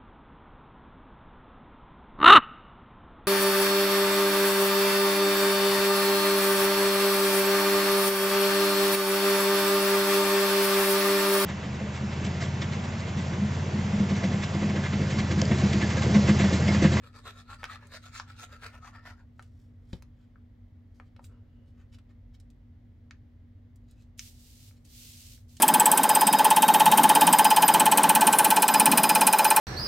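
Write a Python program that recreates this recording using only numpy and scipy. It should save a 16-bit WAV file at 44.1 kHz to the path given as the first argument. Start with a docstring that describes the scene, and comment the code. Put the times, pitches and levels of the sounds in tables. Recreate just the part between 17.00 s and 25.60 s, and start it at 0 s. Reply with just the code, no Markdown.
"""Over low rumble, thin air and a mains hum whose throb grows and later eases, a nozzle scribbles on a card.
Slips of friction drive the card's modes; the glue bottle is then stood on the table: plastic clack, modal thud.
Fingers turn the card with ticks (compact pulses), rustles and faint squeaks (resonated noise), and lay it on
its backing; a flat hand smooths it in two passes of hiss. Small room, close stereo microphones."""
import sys
import numpy as np
from scipy import signal
from scipy.fft import rfft, irfft
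from scipy.io import wavfile
from scipy.ndimage import uniform_filter1d

SR = 44100
rng = np.random.default_rng(int(sys.argv[2]) if len(sys.argv) > 2 else 0)


def generate_wav(signal):
    """Clip the signal to [-1, 1] and save it as 16-bit WAV at the path in sys.argv[1]."""
    frames = np.transpose(np.atleast_2d(signal))
    scaled = np.clip(frames, -1, 1) * 32767
    pcm = np.round(scaled).astype(np.int16)
    wavfile.write(sys.argv[1], SR, pcm)


N = 379260
T = np.arange(N) / SR
HZ = np.maximum(np.arange(N // 2 + 1) * SR / N, 1)
SIDES = np.array([[1], [-1]])  # left, right

# All levels are relative.
# room rumble: f/Hz, level/dB
RUMBLE_SPECTRUM = [(12, -43), (27, -11.5), (35, -13), (47, 0), (60, -12), (78, -4), (97, 1.5), (112, -7),
                   (125, -12.5), (140, -14), (170, -25.5), (225, -19.5), (292, -21.5), (330, -36.5)]
# room air: f/Hz, level/dB
AIR_SPECTRUM = [(250, -9.5), (340, 0.5), (500, 1), (700, -4.5), (1000, -10.5), (1500, -13), (2000, -10),
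                (2500, -18.5), (3200, -17.5), (5000, -25), (7500, -32), (10000, -41.5), (11500, -29.5),
                (13000, -36), (15500, -32.5)]
# rumble differing between sides: f/Hz, level/dB
RUMBLE_SIDE_SPECTRUM = [(25, 1.5), (100, 0), (300, -9.0)]
RUMBLE_DB, AIR_DB = -52.5, -75
# hum partials: f/Hz, level/dB
HUM_PARTIALS = [(120, -74.5), (186.5, -80), (240, -62.5), (360, -89)]
# depth of the hum's throb: t/s, share 0-1
HUM_THROB_DEPTH = [(0, 0), (3.2, 0.22), (4.6, 0.52), (8.6, 0.16)]
THROB_HZ = 5.3
# nozzle strokes, about nine a second: middle t/s, level/dB, treble level/dB, scratch resonance f/Hz
NOZZLE_STROKES = [(.056, -56.5, -4, 3750), (.172, -54, -2, 2600), (.282, -48, -1, 3780),
                  (.391, -52.5, -3, 3670), (.52, -48, -5.5, 3930), (.616, -59.5, -3.5, 2500),
                  (.731, -40, -11.5, 3920), (.843, -54, -8.5, 2390), (.949, -48.5, -2.5, 4170),
                  (1.059, -53.5, -1.5, 2500), (1.176, -44.5, 0.5, 2300), (1.309, -56, -4.5, 2380),
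                  (1.419, -47.5, 1.5, 3040), (1.538, -49, -8, 2500), (1.652, -46.5, -3, 2470),
                  (1.758, -54, -7.5, 4370), (1.864, -46, -10, 6400), (1.966, -53, -13.5, 4700),
                  (2.086, -46, -8.5, 4930), (2.2, -64.5, -10.5, 4600)]
STROKE_HALF_S = 0.02
# card ringing: nominal f/Hz, width/Hz, level/dB
CARD_MODES = [(1100, 110, -2.5), (1327, 104, 13.5), (1670, 85, 0.5), (2230, 300, -36.5)]
# nozzle scratch on the fibres: f/Hz, level/dB
SCRATCH_SPECTRUM = [(1500, -6.5), (2400, -3.5), (3000, -7.5), (3800, -2), (4700, -4.5), (5700, -10),
                    (7000, -8.5), (8500, -12), (10500, -20.5), (12000, -19), (16000, -28)]
# card's bending mode where the tip works: t/s, f/Hz, level/dB
BENDING_MODE = [(0, 513, -10), (.4, 556, -8), (.72, 910, -10.5), (.85, 474, -7.5), (1.18, 890, -13.5),
                (1.42, 840, -5), (1.55, 580, -8.5), (1.76, 645, -9), (1.87, 910, -4)]
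# nozzle, fingers and nails on the card, and at 3.023 s the glue bottle rocking: t/s, level/dB, knock f/Hz,
# width/octaves, snap level/dB, rasp 0-1
CARD_KNOCKS = [(.631, -37, 1180, 0.8, -26, 0.3), (.641, -34.5, 1250, 1.06, -13, 0.2),
               (.653, -45, 1660, 1.04, -6, .9), (1.198, -34, 1300, 0.48, -11, 0.35),
               (2.394, -47, 980, 0.88, -17, 0.22), (3.023, -56.5, 1430, 1.6, -3.5, .7),
               (3.357, -59, 1490, 0.3, -35, 0.27), (3.999, -46.5, 920, 0.76, -27, 0.17),
               (4.163, -62.5, 1100, 1.34, -7, 1), (4.193, -54, 785, 0.77, -27, .3),
               (6.109, -49, 1830, 0.57, -5.5, 0.05), (7.193, -44, 2520, 0.55, 6, 0.03),
               (7.71, -69, 1300, 0.94, -10, .6), (8.377, -68.5, 2010, .7, -1, .65)]
# ringing left by a knock: f/Hz, width/Hz, level/dB
KNOCK_RING_MODES = [(493, 140, -4.5), (1340, 140, -8), (2200, 150, -3)]
# snap of a usual knock; higher knocks snap higher by the power SNAP_RISE
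SNAP_HZ, USUAL_KNOCK_HZ, SNAP_RISE, SNAP_OCTAVES = 4620, 1360, 0.38, 0.33
# card edge flicking past a fingertip: t/s, level/dB, centre f/Hz, snap level/dB
EDGE_FLICKS = [(.869, -64, 5500, -2), (2.424, -62.5, 2600, -2), (4.242, -57, 3000, -6),
               (4.937, -66, 2200, -14), (4.985, -61.5, 1900, -14.5), (5.4, -65, 4500, -2.5),
               (5.502, -70, 4200, -8), (6.758, -68.5, 6950, -13), (6.91, -67, 6360, -6),
               (7.177, -62, 7000, -5), (7.185, -58, 3700, -11), (7.851, -62, 4600, -5),
               (8.568, -52, 4380, -8)]
FLICK_OCTAVES, FLICK_RASP, FLICK_SNAP_HZ = 1, 0.89, 7930
# fingers shifting on the card: middle t/s, half length/s, level/dB, centre f/Hz
FINGER_BRUSHES = [(2.431, 0.031, -77, 5040), (2.61, .045, -82.5, 5970), (2.806, .12, -79, 500),
                  (2.934, .03, -71.5, 4450), (3.216, .032, -79, 2130), (3.977, .023, -82, 5500),
                  (4.066, .011, -77, 3500), (4.255, .011, -66, 8000), (4.321, 0.035, -74, 700),
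                  (4.553, 0.13, -77, 520), (4.688, .014, -80.5, 4970), (4.804, .018, -70.5, 1680),
                  (4.943, 0.0094, -64.5, 3600), (5.105, .009, -71, 1900), (5.349, 0.0058, -68, 3270),
                  (6.914, 0.018, -77.5, 4500), (7.008, .022, -74, 4930), (7.768, 0.015, -76, 4960)]
# dry rustle: f/Hz, level/dB
RUSTLE_SPECTRUM = [(400, 18.5), (900, -1), (1300, 9), (2000, -0.5), (4500, -1.0), (7500, -3.0),
                   (10000, -9.0), (15000, -4)]
LANDING_S, LANDING_DB = 2.931, -32  # bottle
# table top modes: f/Hz, level/dB, t60/s
TABLE_MODES = [(78, -2, 0.22), (106, -2, 0.13), (169, 1.5, 0.058), (228, -2, 0.045), (306, -20, 0.046),
               (505, -14.5, 0.072), (890, -21, 0.057)]
# plastic rim's clack: f/Hz, level/dB
CLACK_SPECTRUM = [(400, 3), (900, 3), (1500, -5), (3300, 2), (7000, -14), (15000, -42)]
# hands bumping the table softly: t/s, level/dB
TABLE_BUMPS = [(3.02, -41), (4.232, -43), (4.57, -43), (4.785, -42.5), (4.918, -41.5), (6.109, -48),
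               (7.192, -40.5)]
# skin squeaking on the card: middle t/s, half length/s, level/dB, f/Hz
SKIN_SQUEAKS = [(4.345, 0.03, -86, 2824), (4.6, 0.06, -84, 2860), (6.996, 0.011, -75.5, 2590)]
# flat hand lands, glides up the card, draws back, sets off again:
# start t/s, attack/s, end t/s, level/dB, change while gliding/(dB/s)
HAND_GLIDES = [(7.171, 0.028, 7.279, -52.5, 9), (7.31, .11, 7.685, -61, 9.5), (7.84, .015, 7.9, -64, 0),
               (7.865, 0.16, 8.345, -48.3, -10), (8.47, 0.033, 8.6, -64.5, 18)]
GLIDE_RELEASE_DB_PER_S = 235
# skin on paper: f/Hz, level/dB
RUB_SPECTRUM = [(900, -24), (1400, -15.5), (1850, -11.5), (2200, -6.5), (2900, -1.5), (3400, -1.5),
                (4200, 0.5), (6400, -0.5), (9000, -2.5), (10400, -7), (11800, -3), (15500, -8)]
# table murmur under the hand: f/Hz, level/dB
MURMUR_SPECTRUM = [(80, -1), (130, 10), (170, -16), (300, -27)]
# left microphone over right: f/Hz, level difference/dB
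MICROPHONE_LEAN = [(150, 2), (500, 2.1), (1400, 2.0), (4400, -1.0), (8000, -3.5), (15000, -1.0)]
TOP_HZ = 15850


def amp(db):
    """Decibels to gain."""
    return 10 ** (np.asarray(db) / 20)


def unit(x):
    """Scale to rms 1."""
    return x / np.sqrt(np.mean(x ** 2) + 1e-30)


def colour(x, points):
    """Filter by a (Hz, dB) spectrum falling 30 dB per octave beyond its ends."""
    hz, db = np.transpose(points)
    octaves_beyond = np.maximum(np.log2(hz[0] / HZ), 0) + np.maximum(np.log2(HZ / hz[-1]), 0)
    gain_db = np.interp(np.log(HZ), np.log(hz), db) - 30 * octaves_beyond
    return irfft(rfft(x) * amp(gain_db), N)


def resonate(x, hz, width_hz):
    """Two-pole resonance with gain 1 at its centre."""
    return signal.lfilter(*signal.iirpeak(hz, hz / width_hz, SR), x)


def walk(rate_hz):
    """Smooth random wandering at rms 1."""
    k = int(SR / rate_hz)
    steps = np.repeat(rng.standard_normal(N // k + 1), k)
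    return unit(uniform_filter1d(steps, k)[:N])


def friction(slips_per_s, spread_db, smooth):
    """Fibres catching and letting go: dense uneven slips over a smooth hiss."""
    happens = rng.random(N) < slips_per_s / SR
    strength = amp(spread_db * np.clip(rng.standard_normal(N), -2, 2))
    slips = happens * rng.standard_normal(N) * strength
    return unit(unit(slips) + smooth * rng.standard_normal(N))


def swell(s, half_s, edge=2.65):
    """Strength of one short movement: it gathers, holds and stops."""
    return 1 / (1 + np.abs((T - s) / (1.447 * half_s)) ** edge)


def impact(gain, size=1024):
    """Minimum-phase pulse of the given spectrum, with the energy of rms 1 lasting 4 ms."""
    cepstrum = irfft(np.log(gain / gain.max() + 1e-3))
    # fold onto positive time: the most compact causal pulse
    cepstrum[1:size // 2] *= 2
    cepstrum[size // 2 + 1:] = 0
    pulse = irfft(np.exp(rfft(cepstrum)))
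    return pulse * np.sqrt(.004 * SR / np.sum(pulse ** 2))


def add(out, s, sound):
    """Mix a sound in at time s."""
    i = int(s * SR)
    out[i:i + len(sound)] += sound[:N - i]


def flex(x, share, t60_s):
    """Pass through the card's many short-lived upper modes, which differ with every grip and contact point."""
    t = T[:1024]
    modes = rng.standard_normal(len(t)) * amp(-60 * t / t60_s)
    share = np.clip(share, 0, 1)
    response = modes * np.sqrt(share / np.sum(modes ** 2))
    response[0] += np.sqrt(1 - share)
    return signal.fftconvolve(x, response)[:len(x)]


def travel(x, progress, share, t60_s):
    """The contact point slides along the card, so one set of upper modes gives way to another."""
    turn = np.clip(progress, 0, 1) * np.pi / 2
    before = unit(flex(x, share, t60_s))
    after = unit(flex(x, share, t60_s))
    return np.cos(turn) * before + np.sin(turn) * after


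def background(rumble_side_db=-20, air_side_db=-3):
    """Low rumble, thin room air and a hum that throbs about five times a second."""
    rumble = unit(colour(rng.standard_normal(N), RUMBLE_SPECTRUM))
    rumble_side = unit(colour(rng.standard_normal(N), RUMBLE_SIDE_SPECTRUM))
    rumble = rumble + amp(rumble_side_db) * SIDES * rumble_side
    air, air_side = (unit(colour(rng.standard_normal(N), AIR_SPECTRUM)) for _ in range(2))
    air = air + amp(air_side_db) * SIDES * air_side
    depth = np.interp(T, *np.transpose(HUM_THROB_DEPTH))
    throb = 1 + depth * np.sin(2 * np.pi * THROB_HZ * T + 0.46 * walk(1.6))
    hum = np.zeros((2, N))
    for hz, db in HUM_PARTIALS:
        phase = 2 * np.pi * hz * T + .15 * walk(3.2) + 0.18 * SIDES
        hum += amp(db) * np.sqrt(2) * np.sin(phase)
    return amp(RUMBLE_DB) * rumble + amp(AIR_DB) * air + hum * throb


def nozzle(shift=0.032, edge_hz=850, press_db=-2.5, scratch_db=-3, side_db=-2.0,
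           tip_db=-1, tip_width_hz=800, bite=3.8, fade=3):
    """Each stroke scrapes the card into ringing; its bending mode moves with the tip's place on the card."""
    grip = amp(1.86 * walk(70))  # the tip drags or runs on the wet glue
    catches = amp(1.9 * walk(450))  # ridges in the paper jolt ring and scratch together
    drag = friction(3500, 3.4, 0.25) * catches
    scratch, scratch_side = (colour(friction(2500, 2.0, 0.97) * catches, SCRATCH_SPECTRUM) for _ in range(2))
    ring_band = signal.butter(2, [edge_hz, 2600], "band", fs=SR, output="sos")
    ring_drive = signal.sosfilt(ring_band, drag)
    bend_s, *bending = np.transpose(BENDING_MODE)
    chances = rng.standard_normal((len(NOZZLE_STROKES), len(CARD_MODES)))
    out = np.zeros((2, N))
    for (s, db, treble_db, tip_hz), chance in zip(NOZZLE_STROKES, chances):
        bend_hz, bend_db = (np.interp(s, bend_s, column) for column in bending)
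        span = slice(max(int((s - .15) * SR), 0), int((s + .15) * SR))
        progress = .5 + (T[span] - s) / (4 * STROKE_HALF_S)
        ring = sum(amp(g) * resonate(ring_drive[span], hz * (1 + shift * c), width_hz)
                   for (hz, width_hz, g), c in zip(CARD_MODES, chance))
        bend = resonate(resonate(drag[span], bend_hz, 0.5 * bend_hz), bend_hz, 0.5 * bend_hz)
        body = travel(ring, progress, share=0.6, t60_s=0.021)
        body = body + amp(bend_db) * travel(bend, progress, share=0.53, t60_s=0.031)
        # the tip bites quickly and lets go slowly
        body = body * swell(s, STROKE_HALF_S, edge=np.where(T < s, bite, fade))[span]
        # the whole sheet radiates the scratch, so it reaches the two microphones unlike
        mid, side = (travel(x[span], progress, share=0.78, t60_s=0.0054) for x in (scratch, scratch_side))
        fibres = mid + amp(side_db) * side * SIDES
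        fibres = fibres + amp(tip_db) * resonate(fibres, tip_hz, tip_width_hz)
        fibres = fibres * swell(s, STROKE_HALF_S, edge=3.44)[span]
        stroke = body + amp(treble_db + scratch_db) * fibres
        out[:, span] += amp(db + press_db) * grip[span] * stroke
    return out


def tick(knock_hz, octaves, snap_db, snap_hz, rasp, size=1024, knock_t60_s=0.014, snap_t60_s=0.0084):
    """One contact: a damped knock with a sharp snap on top; a dragging contact spreads both into a rasp."""
    hz = np.maximum(np.arange(size // 2 + 1) * SR / size, 1)

    def pulse(centre_hz, octaves):
        """Impact with a bell-shaped spectrum."""
        return impact((1 + (np.log2(hz / centre_hz) / octaves) ** 2 / 4) ** -3)

    knock = flex(pulse(knock_hz, octaves), rasp, knock_t60_s)
    snap = flex(pulse(snap_hz, SNAP_OCTAVES), (1 + rasp) / 2, snap_t60_s * (.5 + rasp))
    return knock + amp(snap_db) * snap


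def ticks(lag_s=.00064, flick_t60_s=.034, flick_snap_t60_s=.011):
    """Knocks set the card ringing; flicks of its edge are thin and raspy."""
    out = np.zeros(N)
    for s, db, hz, octaves, snap_db, rasp in CARD_KNOCKS:
        snap_hz = SNAP_HZ * (hz / USUAL_KNOCK_HZ) ** SNAP_RISE
        blow = tick(hz, octaves, snap_db, snap_hz, rasp)
        ring = sum(amp(g) * resonate(blow, mode_hz, width_hz) for mode_hz, width_hz, g in KNOCK_RING_MODES)
        add(out, s + lag_s, amp(db) * (blow + ring))
    for s, db, hz, snap_db in EDGE_FLICKS:
        flick = tick(hz, FLICK_OCTAVES, snap_db, FLICK_SNAP_HZ, FLICK_RASP,
                     knock_t60_s=flick_t60_s, snap_t60_s=flick_snap_t60_s)
        add(out, s + lag_s, amp(db) * flick)
    return out


def fingers(relative_width=1.08):
    """Fingertips slide a little on the card with a faint dry rustle."""
    grain = colour(friction(1300, 3.1, 0.36), RUSTLE_SPECTRUM)
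    out = np.zeros(N)
    for s, half_s, db, hz in FINGER_BRUSHES:
        span = np.abs(T - s) < 6 * half_s
        rustle = flex(resonate(grain[span], hz, relative_width * hz), share=0.62, t60_s=0.035)
        out[span] += amp(db) * swell(s, half_s)[span] * unit(rustle)
    return out


def bottle(clack_db=-10, clack_t60_s=0.033, push_s=0.0013):
    """The plastic rim clacks down, then the bottle's weight follows and the table top thuds."""
    t = T[:SR // 2]
    thud = sum(amp(db - 60 * t / t60_s) * np.sin(2 * np.pi * hz * t) for hz, db, t60_s in TABLE_MODES)
    thud = thud * (1 - np.exp(-t / push_s))
    clack = unit(colour(rng.standard_normal(N), CLACK_SPECTRUM))[:len(t)]
    out = np.zeros(N)
    add(out, LANDING_S + 0.0011, amp(LANDING_DB) * thud)
    add(out, LANDING_S - .001, amp(LANDING_DB + clack_db - 60 * t / clack_t60_s) * clack)
    return out


def bumps(push_s=0.0078):
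    """A soft, slow push stirs mainly the table's lowest modes."""
    t = T[:SR // 2]
    thud = sum(amp(db - 60 * t / t60_s) * np.sin(2 * np.pi * hz * t) / (1 + (hz * push_s) ** 4)
               for hz, db, t60_s in TABLE_MODES)
    out = np.zeros(N)
    for s, db in TABLE_BUMPS:
        add(out, s, amp(db) * thud * (1 - np.exp(-t / push_s)))
    return out


def squeaks(width_hz=130):
    """A pinching fingertip slips at an almost steady rate: noise through two narrow resonances."""
    slips = rng.standard_normal(N)
    out = np.zeros(N)
    for s, half_s, db, hz in SKIN_SQUEAKS:
        squeak = resonate(resonate(slips, hz, width_hz), hz, 2 * width_hz)
        out += amp(db) * swell(s, half_s) * unit(squeak)
    return out


def glide(start_s, attack_s, end_s, db, db_per_s):
    """Strength of one glide: it gathers, drifts steadily in dB and dies away."""
    gather = np.clip((T - start_s) / attack_s, 0, 1)
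    held_s = np.clip(T, start_s, end_s) - start_s
    release_db = GLIDE_RELEASE_DB_PER_S * np.maximum(T - end_s, 0)
    return np.sin(gather * np.pi / 2) ** 2 * amp(db + db_per_s * held_s - release_db)


def palm(side_db=-1, weight_db=-12, resting_db=-80):
    """Skin gliding over paper: fine hiss from the hand's whole width, a low murmur of the table under it."""
    mid, side = (unit(colour(friction(9000, 2.8, 1), RUB_SPECTRUM)) for _ in range(2))
    hiss = mid + amp(side_db) * side * SIDES
    murmur = unit(colour(rng.standard_normal(N), MURMUR_SPECTRUM))
    resting = amp(resting_db) * (T > HAND_GLIDES[0][0])  # once down, the hand is never quite still
    motion = np.maximum(sum(glide(*row) for row in HAND_GLIDES), resting)
    unevenness = amp(0.52 * walk(36) + .5 * walk(250))
    return (hiss + amp(weight_db) * murmur) * motion * unevenness


def room(x, near_db, wet_db, near_t60_s=0.06, t60_s=0.15, scatter_hz=2200, dull_hz=7000):
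    """Direct sound, scatter from table and hands, then the room; each microphone hears its own treble."""
    t = T[:SR // 2]

    def tail(decay_s, delay_s):
        """Decaying noise, shared between sides in the lows and separate in the highs."""
        shared, own = rng.standard_normal(len(t)), rng.standard_normal((2, len(t)))
        lows = signal.lfilter(*signal.butter(1, scatter_hz, fs=SR), shared)
        highs = signal.lfilter(*signal.butter(1, scatter_hz, "high", fs=SR), own)
        h = (lows + highs) * amp(-60 * t / decay_s) * (t > delay_s)
        return h / np.sqrt(np.sum(h ** 2) / 2)

    far = signal.lfilter(*signal.butter(1, dull_hz, fs=SR), tail(t60_s, 0.006))
    response = amp(near_db) * tail(near_t60_s, 0.0004) + amp(wet_db) * far
    return x + signal.fftconvolve(np.atleast_2d(x), response, axes=1)[:, :N]


def from_left(both, delay_samples=2):
    """A source left of centre reaches the right microphone slightly late."""
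    return np.array([both[0], np.roll(both[1], delay_samples)])


def microphones(both):
    """The left microphone favours lows and middle, the right one the treble."""
    lean_hz, lean = np.transpose(MICROPHONE_LEAN)
    lean_db = np.interp(np.log(HZ), np.log(lean_hz), lean)
    return irfft(rfft(both) * amp(np.array([lean_db, -lean_db]) / 2), N)


def scene():
    """Scribbling and handling through the room, the hand's hiss direct, over the background."""
    scribble = from_left(room(nozzle(), near_db=-12.5, wet_db=-9.5, scatter_hz=890))
    contacts = ticks() + fingers() + bottle() + bumps() + squeaks()
    handling = room(contacts, near_db=-3.5, wet_db=-7.0, near_t60_s=0.039, t60_s=0.16, scatter_hz=1490)
    return microphones(scribble + handling + amp(-3.5) * palm()) + background()


def record(dry):
    """The recorder cuts the top with a steep low-pass."""
    return signal.sosfilt(signal.ellip(10, .2, 70, TOP_HZ, fs=SR, output="sos"), dry)


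dry = scene()
out = record(dry)
generate_wav(out)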